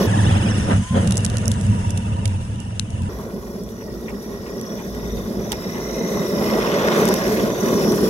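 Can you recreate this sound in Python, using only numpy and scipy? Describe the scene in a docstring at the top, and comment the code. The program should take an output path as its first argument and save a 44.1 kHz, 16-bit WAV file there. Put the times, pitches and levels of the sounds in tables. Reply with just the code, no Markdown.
"""A small electric truck spins its tyres in snow: lumpy noise roars, shaft orders whine over hiss and a far hum.
At once playback drops to half speed for three seconds: roar, whine and hum sink an octave and the top is cut.
Within it the truck hops, its free low gear sings clean, and thrown snow ticks on the hand-held camera as noise bursts.
The truck drives off; at full speed boots crunch as gritty swells, and it comes back past, pelting the camera again.
Noise is shaped by spectra and random gains, tones by summed phase; the paths to two ports and echoes shape both."""
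import sys
import numpy as np
from scipy import signal
from scipy.fft import rfft, irfft, next_fast_len
from scipy.io import wavfile
from scipy.ndimage import uniform_filter1d, map_coordinates

SR = 44100
rng = np.random.default_rng(int(sys.argv[2]) if len(sys.argv) > 2 else 0)


def attenuation_scalar(level_db):
    """Turn a level in dB into a linear amplitude multiplier (20 dB per decade)."""
    decades = np.asarray(level_db, float) / 20
    return 10 ** decades


def file_out(sig):
    """Save sig as 16-bit WAV at sys.argv[1]."""
    # one column per channel
    cols = np.atleast_2d(sig).T
    # limit, then scale
    lim = np.clip(cols, -1, 1)
    pcm = np.round(lim * 32767).astype(np.int16)
    wavfile.write(sys.argv[1], SR, pcm)


N = 356769

# motion and load of the truck: (time [s], nearness [dB], tyres digging in [dB],
# nominal loudest gear tone at full speed [Hz], motor load [dB])
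DRIVE = [(0.0, 1, -0.5, 5610, 2), (0.1, -1, -1.5, 5640, 2), (0.36, -0.5, -1.5, 5580, 2),
         (0.64, -1.5, -4, 5460, -6), (1.0, -2.5, -5, 5700, -5.5), (1.25, -3.5, -12.5, 5465, -1.5),
         (1.6, -3.5, -13.5, 5640, -7.5), (2.0, -6.5, -17.5, 5520, -1.5), (2.5, -10, -19, 5500, -2),
         (2.85, -12.5, -19, 5650, -1.5), (3.08, -12, -15.5, 5600, -3), (3.3, -12.5, -18.5, 5440, -5.5),
         (3.8, -12.5, -20.5, 5640, -4.5), (4.2, -11.5, -19.5, 5470, -3), (4.7, -9.5, -16.5, 5550, 1),
         (5.3, -8, -15.5, 5690, -3.5), (5.7, -7, -13, 5650, 3.5), (6.0, -5, -9.5, 5800, 3.5),
         (6.35, -3, -6.5, 5485, 1), (6.55, -1.5, -1, 5520, -1), (6.85, -3, 3.3, 5520, 0),
         (7.0, 2, 4, 5720, 1), (7.2, -3, -0.5, 5560, 6.5), (7.38, 1, -0.5, 5730, -3.5),
         (7.52, -4, -4, 5820, -1), (7.73, 1.5, -3, 5750, 2.5), (7.95, 2.2, -4.5, 5550, 1.5),
         (8.09, 2.5, -5, 5480, 2.5)]
# the hop, tyres off the snow: (start [s], end [s], edge [s])
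TYRES_OFF = (.79, .93, .05)


def unit(x):
    """Normalization of signal power: scaled to rms 1."""
    return x / np.sqrt(np.mean(np.abs(x) ** 2) + 1e-20)


def along(points, hz):
    """Logarithmic frequency scale: (frequency [Hz], value) points joined by lines on it."""
    f, v = np.transpose(points)
    return np.interp(np.log(hz + 1), np.log(f + 1), v)


def curves(rows):
    """Linear interpolation in time: one value per sample for each column after the time."""
    s, *columns = np.transpose(rows)
    return [np.interp(np.arange(N) / SR, s, column) for column in columns]


def wobble(rate):
    """Band-limited random modulation: a smooth curve through rate random knots a second."""
    knots = rng.standard_normal(int(N * rate / SR) + 4)
    return map_coordinates(knots, [np.arange(N) * rate / SR])


def filtered(x, response):
    """Linear filtering: the spectrum of x times a complex response of frequency."""
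    m = next_fast_len(N + 8192)
    return irfft(rfft(x, m) * response(np.fft.rfftfreq(m, 1 / SR)), m)[..., :N]


def slowed():
    """Time scaling: 1 while playback runs at half speed, 0 elsewhere, with short ramps."""
    start_s, end_s, ramp_s = 0.0655, 3.092, 0.0043
    t = np.arange(N) / SR
    return np.clip(np.minimum(t - start_s, end_s - t) / ramp_s + .5, 0, 1)


def played(make):
    """Frequency scaling with speed: crossfades make(0.498) in the slow stretch with make(1) outside."""
    return slowed() * make(0.498) + (1 - slowed()) * make(1)


def scaled(spectrum):
    """Frequency scaling: every frequency of the spectrum is multiplied by the playback speed."""
    return lambda speed: [(hz * speed, db) for hz, db in spectrum]


def rush(spectrum, patchy_db):
    """Coloured noise: two unrelated noises of rms 1 share time-frequency patches of random gain."""
    z = signal.stft(rng.standard_normal((2, N)), nperseg=512)[2]
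    field = uniform_filter1d(rng.standard_normal(z.shape[1:]), 5, 0)
    field = uniform_filter1d(field, 6, 1)
    pair = signal.istft(z * attenuation_scalar(patchy_db * unit(field)), nperseg=512)[1][:, :N]

    def coloured(speed):
        points = [(10, -120)] + spectrum(speed) + [(SR / 2, -120)]
        return unit(filtered(pair, lambda hz: attenuation_scalar(along(points, hz))))

    return played(coloured)


def swells(rows):
    """Gaussian level modulation: rises or dips in dB from (time [s], peak [dB], half length [s]) rows."""
    t = np.arange(N) / SR
    return sum(db * np.exp(-((t - s) / half) ** 2) for s, db, half in rows)


def lull(span):
    """Gating by a trapezoid: 1 inside the (start, end, edge) span in seconds, else 0."""
    start, end, edge = span
    t = np.arange(N) / SR
    return np.clip(np.minimum(t - start, end - t) / edge + .5, 0, 1)


def level(law):
    """Source strength as a linear law: a layer's dB from nearness, digging, load and playback speed."""
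    # the tyres bite suddenly: (time [s], extra digging [dB], half length [s])
    bites = [(0.72, 11, 0.036), (0.974, 10, .03)]
    near_db, dig_db, _, load_db = curves(DRIVE)
    dig_db = dig_db + swells(bites)
    base_db, per_near, per_dig, per_load, slow_db = law
    return base_db + per_near * near_db + per_dig * dig_db + per_load * load_db + slow_db * slowed()


def whine(lines, db, turn, width_hz, throb_db, drift_db):
    """Narrow-band modulation: (phase, dB, place in turn) lines are smeared by slow noise and throb each turn."""
    draw = rng.standard_normal((2, 2, N))
    # width_hz holds at full speed and narrows with it
    smear = played(lambda speed: unit(filtered(draw, lambda hz: 1 / (1 + (hz / (width_hz * speed)) ** 2))))
    tone = np.zeros((2, N))
    for phase, line_db, shift in lines:
        swell = attenuation_scalar(line_db + throb_db * np.cos(turn + shift) + drift_db * wobble(6))
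        tone += swell * (smear[0] * np.cos(phase) + smear[1] * np.sin(phase))
    return attenuation_scalar(db) * tone


def roar():
    """Impact and structure-borne noise: lugged tyres beat the snow in lumps and shake the chassis."""
    # spectra at full speed, chassis and its octave, tyre lugs, churned snow and its top:
    # (frequency [Hz], relative level [dB])
    thrum_spectrum, octave_spectrum = [(40, -39), (100, -19), (160, -6), (205, 2), (250, -5), (320, -20.5)], [(280, -16), (340, -6), (400, -2.5), (460, -6.5),
                                                      (540, -29.5)]
    growl_spectrum = [(250, -10), (300, -4.5), (480, -2.5), (560, 1), (660, -3), (760, -13), (1000, -26)]
    churn_spectrum, churn_top_spectrum = [(560, -40), (750, -3.5), (1000, -2.5), (1250, -2.5), (1500, -9),
                                          (1900, -15)], [(1150, -16), (1450, -1), (1850, 2.5), (2250, -3),
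                                                         (2580, -4.5), (3000, -6), (3420, -7),
                                                         (4250, -12.5), (6400, -15), (9100, -28.5)]
    # how these layers follow the drive: (base level [dB], per nearness [dB/dB], per digging [dB/dB],
    # per load [dB/dB], shift at half speed [dB])
    thrum_law, octave_law = (-24.5, 0.84, 0.05, -0.05, 4.5), (-24.5, 1.14, 0.0557, -0.17, 1.5)
    growl_law = (-25.5, 0.05, 0.8, 0, -3)
    churn_law, churn_top_law = (-32, 0.16, 0.92, -0.06, 1), (-35.5, 0.16, 1.05, -0.03, 1.5)
    # the hop, chassis quiet: (start [s], end [s], edge [s])
    chassis_off = (.828, .9, .02)
    # churn alone swells or dips near 1 kHz: (time [s], change [dB], half length [s])
    churn_swells = [(.3, -3, .25), (3.2, 4, .2), (6.3, 1.5, .2), (7.4, -2.5, .08)]
    # churn and its top swell broadly: (time [s], rise [dB], half length [s])
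    body_swells = [(1.3, 3, .3), (2.1, 5, .7), (4.2, 2.5, .5), (5.5, 1.5, .5), (6.7, 1.5, .2)]
    # the chassis thumps over ruts: (time [s], rise [dB], half length [s])
    jolts = [(1.7, 4, .04), (2.31, 4, .04), (2.93, 4, .03), (3.035, 7, .035), (7.02, 3, .05)]
    tyres_off, lumps = lull(TYRES_OFF), wobble(22)

    thrum_db = level(thrum_law) + 1.33 * lumps
    octave_db = level(octave_law) + 1.54 * lumps + 0.83 * wobble(30)
    chassis = attenuation_scalar(thrum_db) * rush(scaled(thrum_spectrum), patchy_db=-1.05)
    chassis += attenuation_scalar(octave_db) * rush(scaled(octave_spectrum), patchy_db=0.53)
    chassis *= attenuation_scalar(-18 * lull(chassis_off) + swells(jolts))

    growl_db = level(growl_law) - 17 * tyres_off + 1.1 * lumps + 1.05 * wobble(40)
    growl = attenuation_scalar(growl_db) * rush(scaled(growl_spectrum), patchy_db=0.05)

    churn_db = level(churn_law) - 17 * tyres_off + swells(churn_swells) + swells(body_swells)
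    churn_db += 0.48 * lumps + 1.1 * wobble(60) + 1.6 * wobble(250)
    churn = attenuation_scalar(churn_db) * rush(scaled(churn_spectrum), patchy_db=1.6)

    top_db = level(churn_top_law) + swells(body_swells) - 10 * tyres_off
    top_db += 1.74 * wobble(60) + 2.3 * wobble(400)
    churn_top = attenuation_scalar(top_db) * rush(scaled(churn_top_spectrum), patchy_db=1.6)
    return chassis + growl + churn + churn_top


def gears():
    """Gear-mesh orders: tones at multiples of the shaft rate take turns each gear turn, over spray hiss."""
    # the gearbox: (time [s], nominal shaft rate at full speed [turns/s], nominal pitch swing [share],
    # middle gear level change [dB], low gear level change [dB])
    mesh = [(0, 444, .075, 2.5, 3), (.4, 442, .075, 2.5, 3), (.7, 440, .02, -1, -3),
            (1.2, 446, .03, -1, 1.5), (1.8, 444, .035, -4, 1.5), (2.3, 441, .05, -6, 1.5),
            (3.08, 441, .05, -8, -1.5), (3.4, 440, .006, -4, -4), (3.9, 442, .005, -5, -4),
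            (4.3, 448, .004, -3, -3), (4.75, 448, .005, -2, -2), (5.0, 450, .004, 2, -2),
            (5.4, 450, .005, 2, -2), (5.6, 465, .006, -1, -2), (5.8, 470, .008, 1, 0),
            (6.0, 480, .006, 1, 1), (6.3, 464, .005, 1, 0), (6.7, 446, .005, 3, 0), (7.1, 452, .005, -1, 0),
            (7.6, 456, .004, 1, 0), (7.85, 432, .004, -.5, 0), (8.09, 428, .005, -2, 0)]
    # how these layers follow the drive: (base level [dB], per nearness [dB/dB], per digging [dB/dB],
    # per load [dB/dB], shift at half speed [dB])
    top_law, double_law = (-42.5, .7, 0.05, 0.98, 1.2), (-52.5, 0.7, 0.2, 0, -1.5)
    low_law, middle_law = (-43.5, 0.2, .5, .5, 5), (-46.5, 0.15, 0.5, 0.24, 1)
    spray_law = (-38.5, 0.83, 0.19, 0, 2.2)
    # sprayed snow at full speed, then as heard at half speed: (frequency [Hz], relative level [dB])
    spray_spectrum, spray_slow_spectrum = [(1500, -28), (2600, -21), (3600, -8), (4400, -3), (5600, -3),
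                                           (7000, -5.5), (8200, -11), (9800, -8.5), (11600, -4),
                                           (13500, -6.5), (16000, -8)], [(450, -4), (900, 2.5), (1300, -4), (1760, -1.5),
                                                          (2300, -.5), (3000, -4), (3210, -5.5),
                                                          (3700, -5.5), (4200, -10), (5170, -8.5),
                                                          (7050, -6), (9280, -4), (11000, -10),
                                                          (11800, -19), (15300, -52), (22000, -120)]
    low_ratio, middle_ratio = 4.3, 8.15  # tooth rates of the other gears over the shaft rate
    free_rev, free_edge_s = .07, .09  # unloaded wheels speed up by this share, then settle

    shaft_hz, swing, middle_db, low_db = curves(mesh)
    free = lull((TYRES_OFF[0], TYRES_OFF[1] + free_edge_s, free_edge_s))
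    speed = 1 - slowed() / 2
    # the order that sounds loudest
    lead = curves(DRIVE)[2] / shaft_hz + .4 * free + .35 * wobble(11) * (1 - free)
    turn = 2 * np.pi * np.cumsum(speed * (36.5 + 4 * wobble(7))) / SR
    bend = swing * attenuation_scalar(2.2 * wobble(4.5)) * np.sin(turn)  # once a gear turn
    bend += .3 * swing * wobble(45) + .005 * wobble(6)
    warble = 1 + bend * (1 - free)
    shaft = 2 * np.pi * np.cumsum(shaft_hz * speed * (1 + free_rev * free) * warble) / SR

    # at half speed, outside the hop, a swooping pair stands over the shaft orders;
    # its upper tone follows the middle gear
    swooping = slowed() * (1 - free)
    top = [(k * shaft, -6 * swooping - 7.5 * np.abs(k - lead) ** 1.3, 2.4 * k) for k in (11, 12, 13, 14)]
    top_throb_db = (4.5 + 1.5 * wobble(8)) * (1 - free)
    tones = whine(top, level(top_law) + .6, turn, width_hz=80, throb_db=top_throb_db, drift_db=1.6)
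    swoop = [(12.6 * shaft, -1.2, .4), (16.4 * shaft, -6 + middle_db, 1.6)]
    tones += swooping * whine(swoop, level(top_law), turn, width_hz=95, throb_db=2.5, drift_db=1.5)

    double = [(k * shaft, -1.5 * np.abs(k - 2 * lead - 1), 2.4 * k) for k in (25, 26, 27, 28)]
    tones += whine(double, level(double_law) - .6, turn, width_hz=300, throb_db=3.5, drift_db=4)
    low = [(low_ratio * shaft, -3 * free, 2.2), ((low_ratio - .55) * shaft, -3 - 8 * free, .6)]
    tones += whine(low, level(low_law) + low_db, turn, width_hz=80, throb_db=4.5, drift_db=3)
    middle = [(middle_ratio * shaft, 0, 2.7), ((middle_ratio - .6) * shaft, -5, .7)]
    middle_db = level(middle_law) + middle_db - 2.5 - 6 * free
    tones += whine(middle, middle_db, turn, width_hz=110, throb_db=5, drift_db=3)

    spray = rush(lambda rate: spray_spectrum if rate == 1 else spray_slow_spectrum, patchy_db=1.7)
    spray_db = level(spray_law) - 1.5 * lull(TYRES_OFF) + 1.27 * wobble(30) + 1.0 * np.cos(turn)
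    return tones + attenuation_scalar(spray_db) * spray


def far_hum():
    """Low-frequency band noise: a far hum whose level wavers slowly."""
    # hum at full speed: (frequency [Hz], relative level [dB])
    rumble = [(20, -27), (40, -18), (50, -4), (56, 1.5), (63, -5), (75, -12), (120, -5.5), (200, -45)]
    hum_db = -40.0 - 1.5 * slowed() + 2.1 * wobble(2.96)
    return attenuation_scalar(hum_db) * rush(scaled(rumble), patchy_db=1.5)


def ports(pair):
    """Interaural-style coherence and delay: unrelated signals are mixed to a likeness; the right port lags."""
    # likeness of the two ports: (frequency [Hz], correlation [-1 to 1])
    alike = [(40, 0.93), (90, 1), (240, 0.96), (950, 0.8), (2500, 0.6), (5500, .45), (8000, 0.2),
             (15000, 0.18)]
    # phase by which the left port leads: (frequency at full speed [Hz], lead [radians])
    lead = [(0, -0.5), (400, 0.09), (1050, 0.5), (1500, 2.5), (2700, 5.5), (16000, 30.5)]

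    def mixing(hz):
        angle = np.arccos(np.clip(along(alike, hz), -1, 1)) / 2
        return np.array([np.cos(angle), np.sin(angle)])

    mid, side = filtered(pair, mixing)

    def lagging(speed):
        return filtered(mid - side, lambda hz: np.exp(-1j * np.interp(hz / speed, *np.transpose(lead))))

    return np.array([attenuation_scalar(1.9) * (mid + side), attenuation_scalar(2.5) * played(lagging)])


def echoes(pair):
    """Comb filtering: treble returns off the holder's hands and coat; swaying paths make the notches drift."""
    # short echoes at full speed: (mean delay [ms], mean level [dB], sway [ms])
    paths = [(2.0, -8, .07), (2.8, -11, .06)]
    treble_hz, slow_db = 900, -4
    treble = filtered(pair, lambda hz: hz ** 2 / (hz ** 2 + treble_hz ** 2))
    out, power = treble.copy(), np.ones((2, N))
    for delay_ms, db, sway_ms in paths:
        for port in range(2):
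            # in samples; half speed doubles the delay
            late = (delay_ms + sway_ms * wobble(1.6)) * (1 + slowed()) * SR / 10 ** 3
            gain = attenuation_scalar(db + slow_db * slowed() + 3 * wobble(2.2))
            out[port] += gain * map_coordinates(treble[port], [np.arange(N) - late], order=2)
            power[port] += gain ** 2
    return pair - treble + out / np.sqrt(power)


def held():
    """Frequency modulation: the free low gear sings a clear tone that rises, sags and reaches both ports at once."""
    span = (.825, 1.0, .03)  # start, end, edge (s)
    centre_hz, swing_hz = 1000, 35
    t, middle = np.arange(N) / SR, (span[0] + span[1]) / 2
    hz = centre_hz + swing_hz * np.cos(np.clip((t - middle) / .04, -np.pi, np.pi))
    tone = attenuation_scalar(-36 + 2.5 * wobble(45)) * lull(span) * np.sin(2 * np.pi * np.cumsum(hz) / SR)
    return tone * attenuation_scalar([[1.5], [-1.5]])


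def pellets():
    """Impulsive excitation: snow shatters in milliseconds as crack and thud; small pellets rain and thin out."""
    # thrown snow striking the camera, before colouring: (time [s], crack level [dB],
    # thud over crack [dB], decay length [ms], left over right [dB])
    strikes = [(1.0465, -29, -5, 1.6, .1), (1.0735, -22, -3, 4.2, -3), (1.1084, -16, -1, 1.6, -1.5),
               (1.1214, -18, -4, 4, 0), (1.156, -24, -2, 1.6, -1.5), (1.1704, -15, -18, 2.1, -16),
               (1.1784, -13.5, -19, 1.6, 10.5), (1.2056, -27, -5, 1.6, .1), (1.2478, -13.5, -10, 1.6, -14),
               (1.251, -10, -17, 1.6, -6), (1.263, -18, -2.5, 1.6, 8), (1.2995, -24, 0, 1.8, -2.5),
               (1.37, -19.5, 0, 1.5, -14), (1.3834, -19, -9, 1.6, -5.5), (1.456, -18.5, -12, 1.7, -6),
               (1.4798, -11.5, -17, 1.2, -20), (1.5155, -18.5, -4, 4.1, 3), (1.5394, -26, -5, 1.6, .1),
               (1.6112, -27, -9, 1.8, -16), (1.6661, -27, -5, 1.6, .1), (1.905, -26, -8.5, 4.1, -12),
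               (1.9744, -22, -5, 4, -7), (2.2554, -22, 1.5, 3.7, -14.5), (2.277, -29, -8, 3.9, -6.5),
               (2.602, -30, -8, 1.6, -12), (2.7956, -19.5, 5, 2.27, 17), (2.9033, -33, -5, 3, .1),
               (3.0194, -36, -3, 4, .1), (3.6351, -38, -15, 2.5, .1), (3.6894, -40, 7, 1.6, .1),
               (4.0951, -38, -12, 4, .1), (4.6129, -25, -3, 1.57, -2), (4.9487, -33, 1.5, 1.6, -1.5),
               (5.1694, -35, 2.5, 1.6, 1.5), (5.519, -19.5, 1, 3.8, -10.5), (5.5264, -27, 5, 3.9, -7),
               (6.9461, -27, -5, 1.6, .1), (6.9765, -26, -3, 1.6, .1), (7.0005, -26, -5, 1.6, .1),
               (7.0539, -16.5, -5, 1.62, 6), (7.0783, -17, -6, 1.6, .1), (7.0864, -17, -4, 4, 4),
               (7.1402, -13.5, -2, 1.6, -4), (7.2794, -23, .1, 1.6, .1), (7.9209, -24, 1.5, 2.5, .1)]
    # colour of the crack: (frequency [Hz], gain [dB])
    sharp = [(1200, -21), (4000, -15.5), (5500, 3.5), (11000, 1.5), (16000, -6)]
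    # colour of the thud: (frequency [Hz], relative gain [dB])
    dull = [(600, -24), (2000, -10), (3300, 0), (4500, -3.5), (7000, -21)]
    t, shapes = np.arange(600) / SR, np.zeros((2, 2, N + SR))
    small = []
    for when, size, dullness, side in rng.random((50, 4)):
        start_s, crack_db = .95 + 2.3 * when ** 1.8, -41 + 8 * size - 6 * when
        small.append((start_s, crack_db, -2 + 8 * dullness, 1.5, 14 * (side - .65)))
    for s, db, thud_db, length_ms, pan_db in list(strikes) + small:
        length_s = max(length_ms, .5) / 10 ** 3
        shape = (1 - np.exp(-t / 0.0002)) * np.exp(-(t / length_s) ** 1.8)
        # rows: crack, thud; columns: left, right
        gains = attenuation_scalar(db + np.array([[0], [thud_db]]) + np.array([pan_db / 2, -pan_db / 2]))
        first = round(s * SR)
        shapes[:, :, first:first + len(t)] += gains[:, :, None] * shape
    crack, thud = shapes[:, :, :N] * rng.standard_normal((2, 2, N))
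    crack = filtered(crack, lambda hz: attenuation_scalar(along(sharp, hz)))
    return crack + filtered(thud, lambda hz: attenuation_scalar(along(dull, hz) + 6.5))


def steps():
    """Granular friction: each boot packs snow, a short swell of gritty noise."""
    # boots on snow: (time [s], peak of the swell [dB])
    treads = [(3.798, -47), (4.076, -38.5), (4.4543, -42), (4.7805, -40), (5.025, -47.5), (5.51, -36),
              (5.731, -38)]
    # colour of packed snow: (frequency [Hz], relative level [dB])
    crunch = [(520, -24), (860, 5.5), (1320, -9), (2120, 1), (3050, -12.5), (3850, -21), (11800, -26)]
    half_s = 0.038 / 2
    t = np.arange(N) / SR
    swell = sum(attenuation_scalar(db) * np.exp(-((t - s - half_s) / half_s) ** 2) for s, db in treads)
    return swell * attenuation_scalar(2.9 * wobble(300)) * rush(scaled(crunch), patchy_db=-4.0)


def scene():
    """Superposition: truck, hum and steps reach both ports with echoes; tone and pellets bypass these paths."""
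    airborne = roar() + gears() + far_hum() + steps()
    return echoes(ports(airborne)) + held() + pellets()


def top_cut(x):
    """Nothing passes above the cut-off."""
    return signal.sosfilt(signal.butter(12, 17010, fs=SR, output="sos"), x)


def record(dry):
    """Band limiting and saturation: half speed lowers the top frequency; loud peaks clip softly."""
    top_hz, slow_top_hz, slow_edge_hz = 15800, 11500, 700

    def band(speed):
        if speed == 1:
            return filtered(dry, lambda hz: hz < top_hz)
        return filtered(dry, lambda hz: np.clip((slow_top_hz - hz) / slow_edge_hz + .5, 0, 1) ** 2)

    limited = played(band)
    clipped = limited / (1 + np.abs(limited / 1.1) ** 6) ** (1 / 6)
    return top_cut(clipped)


dry = scene()
out = record(dry)
file_out(out)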